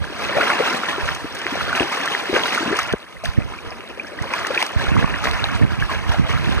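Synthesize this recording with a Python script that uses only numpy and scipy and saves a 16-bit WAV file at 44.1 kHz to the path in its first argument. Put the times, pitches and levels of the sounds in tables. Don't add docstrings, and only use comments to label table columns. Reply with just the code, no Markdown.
import sys
import numpy as np
from scipy import signal
from scipy.fft import rfft, irfft, next_fast_len
from scipy.io import wavfile
from scipy.ndimage import uniform_filter1d

SR = 44100
rng = np.random.default_rng(int(sys.argv[2]) if len(sys.argv) > 2 else 0)


def master(y):
    cut = np.clip(np.atleast_2d(y).T, -1, 1)
    pcm = np.round(cut * 32767)
    wavfile.write(sys.argv[1], SR, pcm.astype(np.int16))


N = 291059


def gain_of(db):
    return 10 ** (np.asarray(db) / 20)


def evened(x):
    return x / np.sqrt(np.mean(x ** 2) + 1e-20)


def read(points, hz):
    f, value = np.transpose(points)
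    return np.interp(np.log(hz + 1), np.log(f + 1), value)


def curves(rows):
    s, *columns = np.transpose(rows)
    return [np.interp(np.arange(N) / SR, s, column) for column in columns]


def add(mix, s, sound):
    part = mix[round(s * SR):][:len(sound)]
    part += sound[:len(part)]


def band_passed(noise, lo_hz, hi_hz, order=2):
    sos = signal.butter(order, [lo_hz, hi_hz], "band", fs=SR, output="sos")
    return signal.sosfilt(sos, noise)


def wander(hz):
    sos = signal.butter(2, hz, fs=SR, output="sos")
    return evened(signal.sosfilt(sos, rng.standard_normal(N)))


def crests(s, db, rise_db_s, fall_db_s):
    t = np.arange(0, N / SR + .01, .002)[:, None] - s
    slope_db = np.where(t < 0, rise_db_s * t, -fall_db_s * t)
    power = gain_of(2 * (db + slope_db)).sum(1)
    return np.interp(np.arange(N) / SR, t[:, 0] + s[0], power)


def bubble(hz, t60, glide, rise_cycles):
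    t = np.arange(0, max(t60, .002), 1 / SR)
    ring = np.sin(2 * np.pi * hz * (t + glide * t ** 2 / t60)) * gain_of(-60 * t / t60)
    ring = ring * (1 - np.exp(-t * hz / rise_cycles))
    return ring / abs(ring).max()


def ports(x, aside, near=0):
    # (f/Hz, lead/rad)
    lead = [(250, .1), (350, .3), (500, 1.), (1100, .55), (1700, -.13), (2600, -1.7), (3680, -3.14),
            (4400, -4.4), (5200, -5.2)]
    # (f/Hz, likeness/0-1)
    likeness = [(300, .5), (800, .65), (1400, .97), (3000, .9), (5000, .55), (15000, .5)]
    # (f/Hz, level/dB)
    balance = [(150, 0), (300, -3.5), (450, -3.5), (700, -1), (1200, 1), (3000, 0)]
    cross_hz, treble_lead_s = 5100, 1 / 2468

    size = next_fast_len(N + 4096)
    hz = np.fft.rfftfreq(size, 1 / SR)
    treble = 1 / (1 + (cross_hz / (hz + 1)) ** 24)
    low_turn = (1 - treble) * np.exp(1j * read(lead, hz))
    treble_turn = -treble * np.exp(2j * np.pi * hz * treble_lead_s)
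    turn = low_turn + treble_turn

    same = read(likeness, hz)
    same = np.clip(same + near * (1 - same), 0, 1)
    peaks = np.cos(np.pi * hz * treble_lead_s) ** 4
    same = same + (.97 - same) * treble * peaks

    right = same * turn / abs(turn) * rfft(x, size) + np.sqrt(1 - same ** 2) * rfft(aside, size)
    return np.array([x, irfft(right * gain_of(read(balance, hz)), size)[:N]])


def river():
    river_db = -60
    drops_per_s, drop_db, drop_decay_s = 25, -47, .0015
    drop_gain = gain_of(drop_db + 4.5 * np.minimum(rng.exponential(1, N), 3))
    drops = (rng.random(N) < drops_per_s / SR) * drop_gain
    life = signal.lfilter([1], [1, -np.exp(-1 / (drop_decay_s * SR))], drops)
    hiss_noise, patter_noise = rng.standard_normal((2, 2, N))
    hiss = band_passed(hiss_noise, 7500, 11500)
    patter = band_passed(life * patter_noise, 2600, 9000)
    return gain_of(river_db) * evened(hiss) + patter


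def wind():
    # (t/s, level/dB)
    breeze = [(0.0, -40), (.9, -46), (1.5, -43), (2.1, -47), (2.8, -42), (3.0, -54), (3.5, -41), (4.0, -44),
              (4.4, -41), (4.7, -52), (4.8, -28), (5.6, -21.5), (5.92, -31), (6.1, -28), (6.6, -24)]
    # (crest t/s, level/dB, time to die by 20 dB/s)
    gusts = [(0.0, -25.5, .2), (.26, -33, .15), (.38, -36, .3), (1.06, -28, .35), (1.63, -28, .33),
             (2.34, -34, .17), (2.7, -31, .3), (2.86, -33, .12), (3.16, -37, .14), (3.26, -24, .1),
             (3.41, -22, .13), (3.67, -34, .15), (4.21, -29, .1), (4.4, -35, .15), (4.52, -33, .1),
             (4.8, -26, .12), (4.96, -16, .22), (5.57, -21, .12), (5.82, -21, .12), (5.96, -24, .1),
             (6.03, -24, .1), (6.2, -20.5, .14), (6.36, -20, .2), (6.51, -19, .15)]
    # (t/s, peak/dB, starting f/Hz)
    thumps = [(0.013, -12.5, 93.5), (.367, -16, 150), (1.026, -16, 64.4), (2.922, -15, 95),
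              (3.245, -24, 149), (3.281, -14, 90), (3.376, -6, 110), (3.386, -5, 230), (4.211, -12.5, 109),
              (4.761, -6, 93), (4.917, -5, 193), (4.97, -9, 170), (4.977, -7, 125), (4.99, -7, 210),
              (5.027, -11, 151), (5.042, -7, 173), (5.613, -5, 200), (5.62, -4, 105), (5.633, -5, 190),
              (5.639, -6, 140), (5.649, -8, 200), (5.719, -12, 170), (6.091, -6, 87), (6.184, -10, 140),
              (6.195, -4, 160), (6.207, -11, 130), (6.302, -11, 101), (6.343, -12, 90), (6.473, -11, 160),
              (6.492, -8, 224)]
    rise_share = .55
    facing_db = 4.9
    apart_gain = .1

    s, db, dying = np.transpose(gusts)
    gust_power = crests(s, db, 20 / (rise_share * dying), 20 / dying)
    level_db = 10 * np.log10(gain_of(2 * curves(breeze)[0]) + gust_power)

    hz, t, z = signal.stft(rng.standard_normal((2, N)), SR, nperseg=1024, noverlap=768)
    top_hz = 78 * gain_of(0.2 * (np.interp(t, np.arange(N) / SR, level_db) + 48))
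    shape = 1 / (1 + (hz[:, None] / top_hz) ** 2.5)
    shape = shape / np.sqrt((shape ** 2).mean(0))
    rumble, apart = signal.istft(z * shape, SR, nperseg=1024, noverlap=768)[1][:, :N]

    lumps = gain_of(level_db) * evened(gain_of(2.5 * wander(18)))
    push = evened(rumble) * lumps
    for s, db, hz in thumps:
        add(push, s, gain_of(db) * bubble(hz, 3.3 / hz, -0.17, 0.2))
    return np.array([push, -gain_of(facing_db) * push]) + apart_gain * evened(apart) * lumps


def singles():
    # (t/s, peak/dB, starting f/Hz, t60/s)
    drips = [(0.042, -17, 1580, 0.008), (0.409, -13.5, 1400.0, 0.024), (0.5017, -8.5, 1604.0, 0.01),
             (0.682, -11.5, 1490.0, 0.0043), (0.8347, -9.5, 1300, 0.008), (1.0894, -5.5, 1680, 0.0046),
             (1.4667, -4.5, 1894.0, 0.0025), (1.5543, -15.5, 670, 0.018), (1.6094, -11, 1291.0, 0.011),
             (1.7283, -9.4, 1400, 0.019), (1.751, -9, 2600, 0.0054), (1.7981, -5, 2630, 0.0061),
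             (1.973, -17, 1030.0, 0.03), (2.0761, -11.5, 1700, 0.0069), (2.1495, -6.5, 1760, 0.0087),
             (2.35, -9, 3100.0, 0.004), (2.363, -8, 2000, .008), (2.549, -11, 2100, .008),
             (2.4353, -7, 3030, 0.0057), (2.576, -10, 1320, 0.017), (2.727, -11, 1670, 0.0068),
             (2.7893, -8, 1220, 0.011), (2.9264, -14, 3300, 0.0036), (2.935, -16.5, 1500, 0.011),
             (3.028, -31, 3500, .01), (3.167, -29, 1880, .015), (3.2484, -15, 2282.0, 0.0029),
             (3.256, -13, 3170, 0.0035), (3.2587, -16, 1679.0, 0.0078), (3.4202, -24, 2470, 0.014),
             (3.522, -26, 950, .015), (3.537, -23, 1162.0, 0.012), (3.5872, -24.5, 2340, 0.016),
             (3.7066, -27, 5100, 0.008), (3.723, -23, 2300, 0.005), (3.8066, -21, 2583.0, 0.0036),
             (3.876, -27, 3470, 0.005), (3.9966, -16, 2350, 0.027), (4.046, -26, 1520, .014),
             (4.071, -28, 5167.0, 0.005), (4.1886, -20, 1820, 0.02), (4.2409, -19, 870, 0.007),
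             (4.337, -11.5, 2310, 0.012), (4.338, -12, 1000, 0.012), (4.4485, -11, 1660, 0.0066),
             (4.5474, -14, 3600, 0.004), (4.576, -6.5, 2380, 0.018), (4.617, -10, 2110.0, 0.011),
             (4.626, -5, 2780, 0.0037), (4.627, -9, 900, 0.012), (5.026, -11, 1500, .008),
             (4.8686, -15, 1330.0, 0.007), (4.9661, -8.5, 1110, 0.009), (5.043, -12, 980, 0.014),
             (5.1411, -12, 1750, 0.009), (5.24, -10, 1180, 0.008), (5.2555, -6, 1690, 0.0031),
             (5.2705, -13, 1894.0, 0.012), (5.271, -15, 1050, .025), (5.313, -12, 3700, 0.003),
             (5.4415, -5, 3700, 0.005), (5.442, -14, 760, .012), (5.7996, -17.3, 2627.0, 0.004),
             (5.8237, -10.9, 1550.0, 0.014), (5.895, -17, 1064.0, 0.023), (6.1428, -12, 732.0, 0.013),
             (6.293, -17, 1090, 0.011), (6.3377, -14.6, 1220, 0.0062), (6.3758, -15.5, 1360, 0.007),
             (6.5798, -17.5, 1140.0, 0.0097)]
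    # (t/s, peak/dB, f/Hz before plop_pitch, t60/s)
    plops = [(0.293, -19, 587, 0.08), (.367, -9.5, 600, 0.05), (.383, -6.5, 660, 0.03),
             (.597, -10, 560, .03), (.604, -8.5, 469, 0.045), (.98, -19, 384, 0.039),
             (1.244, -18, 305, 0.023), (1.457, -21.5, 363, 0.049), (1.522, -20.5, 283, 0.052),
             (1.678, -18, 480, 0.02), (1.806, -4, 430, 0.008), (1.81, -16, 350, .07),
             (2.294, -15, 370, 0.055), (2.3295, -8, 430, .008), (2.339, -11, 400, 0.03),
             (2.365, -19, 410, .05), (2.605, -18, 300, 0.046), (2.627, -17, 330, .04),
             (2.658, -18, 220, .04), (2.677, -16, 270, .03), (2.703, -16, 315, 0.03),
             (2.713, -13, 340, .02), (2.726, -11, 400, 0.04), (2.937, -3, 410, 0.009),
             (3.237, -18, 680, 0.04), (3.717, -23, 700, 0.015), (4.504, -15, 550, 0.049)]
    # (t/s, level before its envelope/dB, t60/s)
    sprays = [(1.055, -24, .03), (1.146, -22, 0.034), (1.349, -22, .03), (1.386, -23, .03),
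              (1.758, -18.5, .026), (2.056, -19.5, 0.032), (2.545, -16, 0.025), (2.766, -18, 0.036),
              (2.788, -18.5, 0.041), (2.83, -16, 0.017), (2.874, -22, .012), (2.925, -18.5, .02),
              (3.238, -25, 0.049), (3.251, -20, 0.045), (4.221, -27, 0.025), (4.336, -18, 0.022),
              (4.468, -14, 0.018), (4.604, -16, .015), (4.615, -20, .012), (4.625, -10.5, 0.018),
              (4.663, -16.5, 0.022), (5.24, -20.5, 0.033), (5.311, -22, 0.018), (5.441, -21, 0.018),
              (5.803, -23, 0.02)]
    plop_pitch = 0.92

    mix = np.zeros(N)
    for (s, db, hz, t60), glide in zip(drips, rng.uniform(0.0073, 0.23, len(drips))):
        rise_cycles = min(1.8, .09 * hz * t60)
        add(mix, s, gain_of(db) * bubble(hz, t60, glide, rise_cycles))

    for (s, db, hz, t60), luck in zip(plops, rng.random((len(plops), 4, 2))):
        rise_cycles = min(.8, .06 * hz * t60)
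        add(mix, s, gain_of(db) * bubble(hz * plop_pitch, t60, 0.25, rise_cycles))
        for late, pitch in luck:
            small = bubble(hz * (.65 + 1.3 * pitch), .55 * t60, 0.3, 0.8)
            add(mix, s + .6 * t60 * late, gain_of(db - 13) * small)

    t = np.arange(4000) / SR
    for (s, db, t60), noise in zip(sprays, rng.standard_normal((len(sprays), 4000))):
        crackle = evened(band_passed(noise ** 3, 1400, 7200))
        fade = gain_of(db - 60 * t / max(t60, .005))
        add(mix, s, fade * (1 - np.exp(-t / 0.002)) * crackle)

    scatter = rng.standard_normal(900) * gain_of(-60 * np.arange(900) / SR / 0.011)
    return np.array([mix, signal.oaconvolve(mix, scatter / np.linalg.norm(scatter))[:N]])


def ripples():
    ripples_per_s, decay_s = 20, .03
    jumps = (rng.random(N) < ripples_per_s / SR) * rng.exponential(1, N)
    saw = np.sqrt(signal.lfilter([1], [1, -np.exp(-1 / (decay_s * SR))], jumps) + .05)
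    return evened(saw - saw.mean())


def stirring():
    # (t/s, lapping level/dB, gurgle level/dB, fizz level/dB)
    under = [(0.0, -38, -37, -43), (0.22, -33, -29, -35), (0.42, -27, -21.5, -30), (0.75, -29, -23, -29.5),
             (1.02, -36, -27, -35), (1.25, -40, -34.5, -39), (1.55, -33, -28, -35), (2.0, -32, -25, -31.5),
             (2.25, -34, -28, -33.5), (2.55, -30, -24.5, -28.5), (2.92, -42, -28, -40),
             (2.99, -46, -42, -49), (3.2, -47, -44, -50), (3.5, -40, -37.5, -44), (4.1, -39, -41, -52),
             (4.35, -31.5, -27.5, -34.5), (4.73, -35, -33.5, -41.5), (4.88, -34, -27, -35),
             (5.1, -39, -30, -40), (5.4, -39, -27, -35), (5.68, -44, -35, -46), (6.1, -38, -30, -39),
             (6.6, -35, -28.5, -36)]
    # (crest t/s, gurgle level/dB, brightness/dB: fizz up, lapping down)
    sloshes = [(.235, -26, 1), (.37, -24, -3), (.505, -20, -1), (.65, -25, 2), (1.08, -25, 2.5),
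               (1.37, -31, 1), (1.56, -30, 2), (1.615, -28, 4), (1.77, -22, 2), (1.93, -28, 4),
               (2.12, -24, 1), (2.36, -19, -1), (2.46, -23, 4), (2.67, -27, -2), (2.79, -26, 3),
               (3.27, -32, 4), (3.38, -37, -7), (3.72, -39, 0), (3.9, -36, -1), (4.08, -36, 2),
               (4.23, -33, -1), (4.342, -30, 1), (4.465, -26.5, 1), (4.55, -27, 1), (4.6, -22.5, 4),
               (4.79, -27, 1), (5.0, -22, -2), (5.15, -30, -1), (5.245, -23.5, 2), (5.275, -23.5, -1),
               (5.55, -27, 3), (5.62, -29, -6), (5.71, -31, 1), (5.82, -28, 1), (5.91, -24, -1),
               (6.09, -27, 0), (6.3, -25, 1), (6.52, -29, 1)]
    rise_db_s, fall_db_s = 450, 150
    lap_db, fizz_db = -7.5, -7.5
    lap_tilt = 1.5

    s, db, bright_db = np.transpose(sloshes)
    slosh_levels = db + lap_db - lap_tilt * bright_db, db, db + fizz_db + bright_db
    gains = []
    for under_db, slosh_db in zip(curves(under), slosh_levels):
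        slosh_power = crests(s, slosh_db, rise_db_s, fall_db_s)
        gains.append(np.sqrt(gain_of(2 * under_db) + slosh_power))
    return gains


def swarm(lo_hz, hi_hz, per_s, cycles, spread_db, wash, clumps, count=30):
    # (f/Hz, level/dB)
    colour = [(120, -12), (250, -2.5), (430, 0), (750, -1), (1100, -.5), (1800, -1.5), (2700, -4.5),
              (3800, -7.5), (5500, -15), (8500, -23.5), (15500, -36)]
    patch_db = 1.3

    grains, wash = np.zeros(N), np.clip(wash, 0, 1)
    patches = rng.standard_normal((N // 441 + 1, count))
    patches = uniform_filter1d(patches, size=5, axis=0)
    patches = evened(uniform_filter1d(patches, size=6, axis=1))
    pitches = lo_hz * (hi_hz / lo_hz) ** ((np.arange(count) + .5) / count)
    for hz, patch in zip(pitches, patches.T):
        when, luck, sign = rng.random((2000, 3))[:int(per_s / count * N / SR)].T
        luck_db = spread_db * np.minimum(-np.log(luck + 1e-9), 4)
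        swell_db = patch_db * patch[(when * len(patch)).astype(int)]
        size = gain_of(luck_db + swell_db) * np.sign(sign - .5)
        length = .3 if rng.random() < 1 / 6 else 1.1
        ring = bubble(hz, 3 * cycles * length / hz, rng.uniform(-0.074, 0.39), 0.62)
        ring = ring / np.linalg.norm(ring) * np.sqrt(hz)
        at = (when * N).astype(int)[:, None] + np.arange(len(ring))
        grains += np.bincount(at.ravel(), (size[:, None] * ring).ravel(), N)[:N]

    hiss = band_passed(rng.standard_normal(N), lo_hz, hi_hz, order=3)
    mix = np.sqrt(1 - wash) * evened(grains) + np.sqrt(wash) * evened(hiss)
    fft_size = next_fast_len(N)
    tint = gain_of(read(colour, np.fft.rfftfreq(fft_size, 1 / SR)))
    return evened(irfft(rfft(mix * clumps, fft_size) * tint, fft_size)[:N])


def water():
    # (lowest f/Hz, highest f/Hz, bubbles per s, ring length/cycles before
    # scaling in swarm, spread/dB per step of exponential luck, power share of smooth wash/0-1)
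    swarms = [(139, 602, 330, 7.1, 4, 0.24), (580.3, 2937, 1500, 18, 2.6, 0.12),
              (2850, 15000, 2400, 22, 4.5, 0.35)]
    ripple_db, flutter_db = 1.4, 0.7

    shared, mix = ripples(), np.zeros((2, N))
    for gain, row in zip(stirring(), swarms):
        clumps = gain_of(ripple_db * shared + flutter_db * wander(40))
        clumps = clumps / np.sqrt(uniform_filter1d(clumps ** 2, 11000))
        mix += [gain * swarm(*row, clumps) for port in range(2)]
    return mix


def scene():
    return ports(*river()) + wind() + ports(*singles(), near=.85) + ports(*water())


def record(dry):
    bass_hz, ceiling, edge_hz = 48, .96, 15500
    cut = signal.sosfilt(signal.butter(4, bass_hz, "high", fs=SR, output="sos"), dry)
    held = cut / (1 + abs(cut / ceiling) ** 6) ** (1 / 6)
    low_pass = signal.firwin(511, edge_hz, window=("kaiser", 9), fs=SR)
    return signal.oaconvolve(held, low_pass[None], "same")


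dry = scene()
out = record(dry)
master(out)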